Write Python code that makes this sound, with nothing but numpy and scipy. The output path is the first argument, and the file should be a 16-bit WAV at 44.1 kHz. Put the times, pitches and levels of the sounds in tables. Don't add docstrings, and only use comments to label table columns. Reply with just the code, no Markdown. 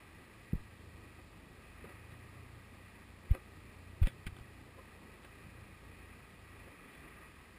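import sys
import numpy as np
from scipy import signal
from scipy.fft import rfft, irfft
from scipy.io import wavfile
from scipy.ndimage import uniform_filter1d

SR = 44100
rng = np.random.default_rng(int(sys.argv[2]) if len(sys.argv) > 2 else 0)


def volts_from_db(level):
    exponent = np.asarray(level, float) / 20
    return 10 ** exponent


def wrap_up_sound(samples):
    columns = np.atleast_2d(samples).T
    tamed = np.clip(columns, -1, 1)
    steps = np.round(tamed * 32767).astype(np.int16)
    wavfile.write(sys.argv[1], SR, steps)


N = 334278

# (time [s], strum rate [Hz], strength [dB], harmonic it favours [number])
LINE_STRUM = [(0, 26.24, -67.5, 3), (.35, 27.6, -64.5, 3.4), (1.0, 26.1, -59.5, 3.26),
              (1.35, 25, -64.5, 2.7), (1.7, 25.4, -62.5, 2.8), (2.05, 28.94, -60, 3.8),
              (2.7, 29.07, -60.5, 3.1), (2.95, 29.33, -66, 2.3), (3.8, 29.48, -60, 2.6),
              (4.5, 29.49, -61.5, 3.36), (5.2, 26.14, -67.5, 2.4), (5.45, 28.24, -59.5, 3.1),
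              (6.05, 29.77, -62.5, 2.38), (6.35, 29.25, -64.5, 3.4), (6.65, 25, -61, 2.7),
              (6.88, 23.56, -76, 3.1), (7.05, 21.64, -66, 3.5), (7.58, 21.84, -66.5, 2.3)]


def rms_one(x):
    return x / np.sqrt(np.mean(x ** 2) + 1e-20)


def in_time(rows):
    s, *columns = np.transpose(rows)
    return [np.interp(np.arange(N) / SR, s, column) for column in columns]


def drift(rate):
    r = np.exp(-80 * np.pi * rate / SR)
    noise = rng.standard_normal(N // 40 + 2002)
    slow = signal.lfilter([1], [1, -2 * r, r * r], noise)[2000:]
    return np.interp(np.arange(N) / 40, np.arange(len(slow)), rms_one(slow))


def resonate(x, hz, width_hz):
    r = np.exp(-np.pi * width_hz / SR)
    top = np.array([1, 0, -1]) * (1 - r * r) / 2
    return signal.lfilter(top, [1, -2 * r * np.cos(2 * np.pi * hz / SR), r * r], x)


def banded_noise(spectrum, patchy_db, flicker):
    hz, level_db = np.transpose(spectrum)
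    edges = hz[0] * 2 ** np.arange(0, np.log2(hz[-1] / hz[0]) + .2, 1 / 3)
    together = drift(flicker / 2)
    white = rng.standard_normal((2, N))
    out = 0
    for k, (low, high) in enumerate(zip(edges, edges[1:])):
        band_pass = signal.butter(2, [low, high], "band", fs=SR, output="sos")
        band = signal.sosfilt(band_pass, white[k % 2])
        colour_db = np.interp(np.log(low * high) / 2, np.log(hz), level_db)
        flicker_db = patchy_db * (0.82 * together + drift(flicker))
        out = out + volts_from_db(colour_db + flicker_db) * band
    return rms_one(out)


def blows(firmness):
    # (time [s], direction [sign and share], peak [dB], swing [Hz], time to peak [s])
    firming = [
        (0.5296, 1, -21.1, 113, .0044),
        (0.5515, -1, -32.3, 84, .0047),
        (3.324, -1, -37.8, 27, .0105),
        (4.0143, -1, -15.8, 49, .0078),
        (4.0688, 1, -29.2, 121, .0035),
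        (4.2527, 1, -37.2, 20, .0175),
        (4.2734, -1, -41.0, 31, .0093),
    ]
    sliding = [
        (0.556, 1, -34.1, 55, .0263),
        (3.287, -1, -33.0, 41, .0282),
        (4.0315, 1, -17.3, 37, .0067),
        (4.0398, -1, -18.4, 56, .0158),
    ]
    yielding = [
        (0.5368, 1, -27.9, 53, .0115),
        (3.3062, -1, -14.6, 93.5, .0091),
        (4.2663, 1, -33.8, 164, .003),
        (4.319, 1, -43, 82, .008),
        (4.407, -1, -41, 80, .006),
        (5.46, -1, -45, 220, .008),
    ]
    slaps = [
        (.5312, -0.87, -37, 370, 0.0035),
        (.54, -0.96, -41, 310, 0.0012),
        (1.8405, 1, -43.5, 450, 0.0036),
        (1.86, 0.88, -53, 209, 0.017),
        (3.352, 0.98, -51, 350, 0.016),
        (4.778, 0.91, -54.5, 1040, .013),
        (5.7, 0.54, -52, 176, 0.01),
    ]
    t = np.arange(SR // 8) / SR
    out = np.zeros(N)
    for table, sag_per_s in ((firming, -19), (sliding, 77), (yielding, 26), (slaps, 0)):
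        for s, direction, peak_db, hz, rise in table:
            load = (t / rise * np.exp(1 - t / rise)) ** firmness
            swing = np.sin(2 * np.pi * hz * t / np.maximum(1 + sag_per_s * t, .3))
            at = round(s * SR)
            out[at:at + len(t)] += direction * volts_from_db(peak_db) * load * swing
    return out


def scrape_pressure():
    # (time of most pressure [s], wall level [dB], build-up [s], let-go [s])
    fin_rubs = [(1.19, -67, .01, 0.021), (1.85, -62, .0022, 0.012), (1.876, -67, 0.0048, 0.0047),
                (1.895, -59, 0.0031, 0.0067), (1.914, -71, 0.0018, 0.015), (3.343, -57, 0.0061, 0.0037),
                (3.350, -50, .0012, .002), (3.359, -65, 0.0031, .013), (4.79, -66, 0.019, .016),
                (4.826, -79, .003, .0031), (6.68, -66.5, 0.015, 0.011)]
    scale_rubs = [(2.122, -53.5, .006, 0.0036), (3.317, -50.5, 0.0073, 0.0055), (3.350, -51.5, .0012, .002),
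                  (4.029, -42, 0.0016, 0.0043), (4.065, -46, 0.0077, 0.0019), (4.071, -35, 0.0007, 0.0031),
                  (5.25, -53.5, 0.0038, .0077), (5.385, -57, 0.0026, .0033), (6.79, -62, 0.0058, .011)]
    tooth_nips = [(4.038, -53, 0.0021, .0025), (4.082, -51, 0.0046, 0.015), (4.268, -37.5, 0.002, 0.0026),
                  (4.2737, -45, .0011, .004), (4.281, -58, 0.0021, 0.0018), (5.234, -58.5, 0.0046, .005),
                  (6.95, -64, .045, 0.043)]
    lip_nips = [
        (4.367, -57, 0.0024, .0025),
        (4.388, -54, 0.0022, 0.0019),
        (4.397, -63, 0.0018, 0.0049),
    ]
    # (dull ringing [dB], bright ringing [dB])
    fin = (10.1, -22)
    scale = (-4, -11)
    tooth = (-9.5, -2.9)
    lip = (6.9, -2)
    reach = SR // 10
    t = np.arange(-reach, reach) / SR
    pressure = np.zeros((3, N))
    for table, colour in ((fin_rubs, fin), (scale_rubs, scale), (tooth_nips, tooth), (lip_nips, lip)):
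        dull_db, bright_db = colour
        for s, wall_db, build, release in table:
            at = round((s - .001) * SR)
            stroke = np.exp(np.minimum(t / build, -t / release))
            share_db = np.array([[dull_db], [0], [bright_db]])
            pressure[:, at - reach:at + reach] += volts_from_db(wall_db + share_db) * stroke
    return pressure


def scrapes(per_s, spread_db):
    # (pitch [Hz], level [dB], time to fade by 60 dB [s])
    dull_modes = [(250, -6, .03), (360, 1, .06), (540, 3, .045), (730, -7, .03), (980, -7, .025),
                  (1210, -5, .025)]
    wall_modes = [(1215, -12, .02), (1540, -1, .018), (1930, 0, .016), (2360, 1, .014), (2700, -6, .008)]
    bright_modes = [(3125, -1, .019), (3390, 1, .019), (3700, -7, .012), (4550, -11, .006),
                    (5120, -15, .006)]
    happens = rng.random(N) < per_s / SR
    strength = volts_from_db(spread_db * np.minimum(rng.exponential(1, N), 3))
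    clicks = rms_one(happens * strength * rng.choice([-1, 1], N))
    out = 0
    for modes, force in zip((dull_modes, wall_modes, bright_modes), scrape_pressure()):
        widths = [np.log(1000) / (np.pi * t60) for hz, level_db, t60 in modes]
        power = sum(volts_from_db(2 * mode[1]) * np.pi * width / SR for mode, width in zip(modes, widths))
        for k, ((hz, level_db, t60), width_hz) in enumerate(zip(modes, widths)):
            push = np.roll(clicks, 97 * k) * force + 1e-18
            gain = (-1) ** k * volts_from_db(level_db) / np.sqrt(power)
            out = out + gain * resonate(push, hz, width_hz)
    soft_top = signal.butter(2, 4500, fs=SR, output="sos")
    return volts_from_db(-0.5) * signal.sosfilt(soft_top, out)


def strum(wobble, unsteady_db):
    hz, strength_db, favoured = in_time(LINE_STRUM)
    phase = 2 * np.pi * np.cumsum(hz * (1 + wobble * drift(2.854))) / SR
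    hum = 0
    for k in range(3):
        harmonic = k + 2
        off_favour_db = 3.2 * (harmonic - favoured) ** 2
        level_db = strength_db - off_favour_db + unsteady_db * drift(5.1)
        hum = hum + np.sqrt(2) * volts_from_db(level_db) * np.sin(harmonic * phase + k * 1.44)
    return hum, np.sin(phase)


def wall_hiss(patchy_db):
    # (pitch [Hz], width [Hz], level [dB])
    walls = [(925, 126, -11), (1134, 130, -6.5), (1236, 116, -3), (1620, 187, -5), (1935, 190, 1),
             (2170, 99, -8), (2431, 316, 0.5), (2510, 320, -24)]
    gusts = drift(4.4)
    white = rng.standard_normal((2, N))
    out = 0
    for k, (hz, width_hz, level_db) in enumerate(walls):
        once = resonate(white[k % 2], hz, 1.25 * width_hz)
        tone = rms_one(resonate(once, hz, 1.25 * width_hz))
        out = out + volts_from_db(level_db + patchy_db * (1.0 * gusts + 0.3 * drift(6.0))) * tone
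    return rms_one(out)


def water_noise(flow_db):
    # (pitch [Hz], level [dB per Hz])
    rumble = [(8, -9), (20, -15), (32, -4.5), (50, -1.5), (80, -0.5), (120, -1.5), (160, -8.5), (230, -8.5)]
    wash = [(88, -25), (150, -2), (362, -4), (463, -7.5), (700, -12.5), (1000, -14), (1300, -45),
            (2200, -120)]
    shake_db = in_time(LINE_STRUM)[1]
    rumble_db = -63 + .25 * (shake_db - shake_db.mean())
    wash_db = -61.5 + 0.37 * flow_db
    water = volts_from_db(rumble_db) * banded_noise(rumble, patchy_db=1.0, flicker=10.0)
    return water + volts_from_db(wash_db) * banded_noise(wash, patchy_db=1.07, flicker=17.0)


def circuit_noise():
    # (pitch [Hz], level [dB per Hz])
    self_noise = [(700, -0.5), (1400, -3.5), (2800, -2), (3600, -3), (4300, -3.5), (5000, -5.5), (7000, -3)]
    return volts_from_db(-67) * banded_noise(self_noise, patchy_db=-0.14, flicker=32.0)


def scene():
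    # (time [s], flow above its mean [dB])
    flow = [(0.0, 0), (0.7, -1.5), (1.5, -1), (1.94, 2), (2.8, -0.2), (3.3, 0.2), (4.2, -0.7), (5.3, 1),
            (6.0, 0.2), (6.5, 1.8), (7.03, 4), (7.3, 0.9), (7.58, 1.7)]
    flow_db, = in_time(flow)
    fish = blows(firmness=4) + scrapes(per_s=6000, spread_db=3.5)
    hum, eddy = strum(wobble=0.0298, unsteady_db=2.0)
    walls = volts_from_db(-62.5 + flow_db) * wall_hiss(patchy_db=0.88)
    gusty_walls = walls * volts_from_db(1.0 * eddy)
    return (fish + hum + gusty_walls + water_noise(flow_db) + circuit_noise())[None]


def drop_faint_bands(x):
    # (pitch [Hz], level [dB per Hz])
    audible = [(10500, -132), (11500, -127), (13000, -125), (13450, -121), (14000, -124), (15250, -125),
               (15400, -114), (15900, -90)]
    hz, t, bins = signal.stft(x, SR, nperseg=1024, scaling="psd")
    power = uniform_filter1d(abs(bins) ** 2, size=5, axis=-2)
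    power = uniform_filter1d(power, size=3, axis=-1)
    line = volts_from_db(2 * np.interp(hz, *np.transpose(audible), left=-200))
    return signal.istft(bins * (power > line[:, None]), SR, nperseg=1024, scaling="psd")[1][..., :N]


def band_limit(x):
    return signal.sosfilt(signal.butter(12, 15670, fs=SR, output="sos"), x)


def record(dry):
    hold_hz = 12012
    x = signal.sosfilt(signal.butter(12, 5300, fs=SR, output="sos"), dry)
    sampled = x * (1 + 2 * np.cos(2 * np.pi * hold_hz * np.arange(N) / SR))
    hz = np.arange(N // 2 + 1) * SR / N
    hold = np.sinc(hz / hold_hz)
    smoothing = 1 / np.sqrt(1 + (hz / 15100) ** 24)
    held = irfft(rfft(sampled) * hold * smoothing, N)
    return band_limit(drop_faint_bands(held))


dry = scene()
out = record(dry)
wrap_up_sound(out)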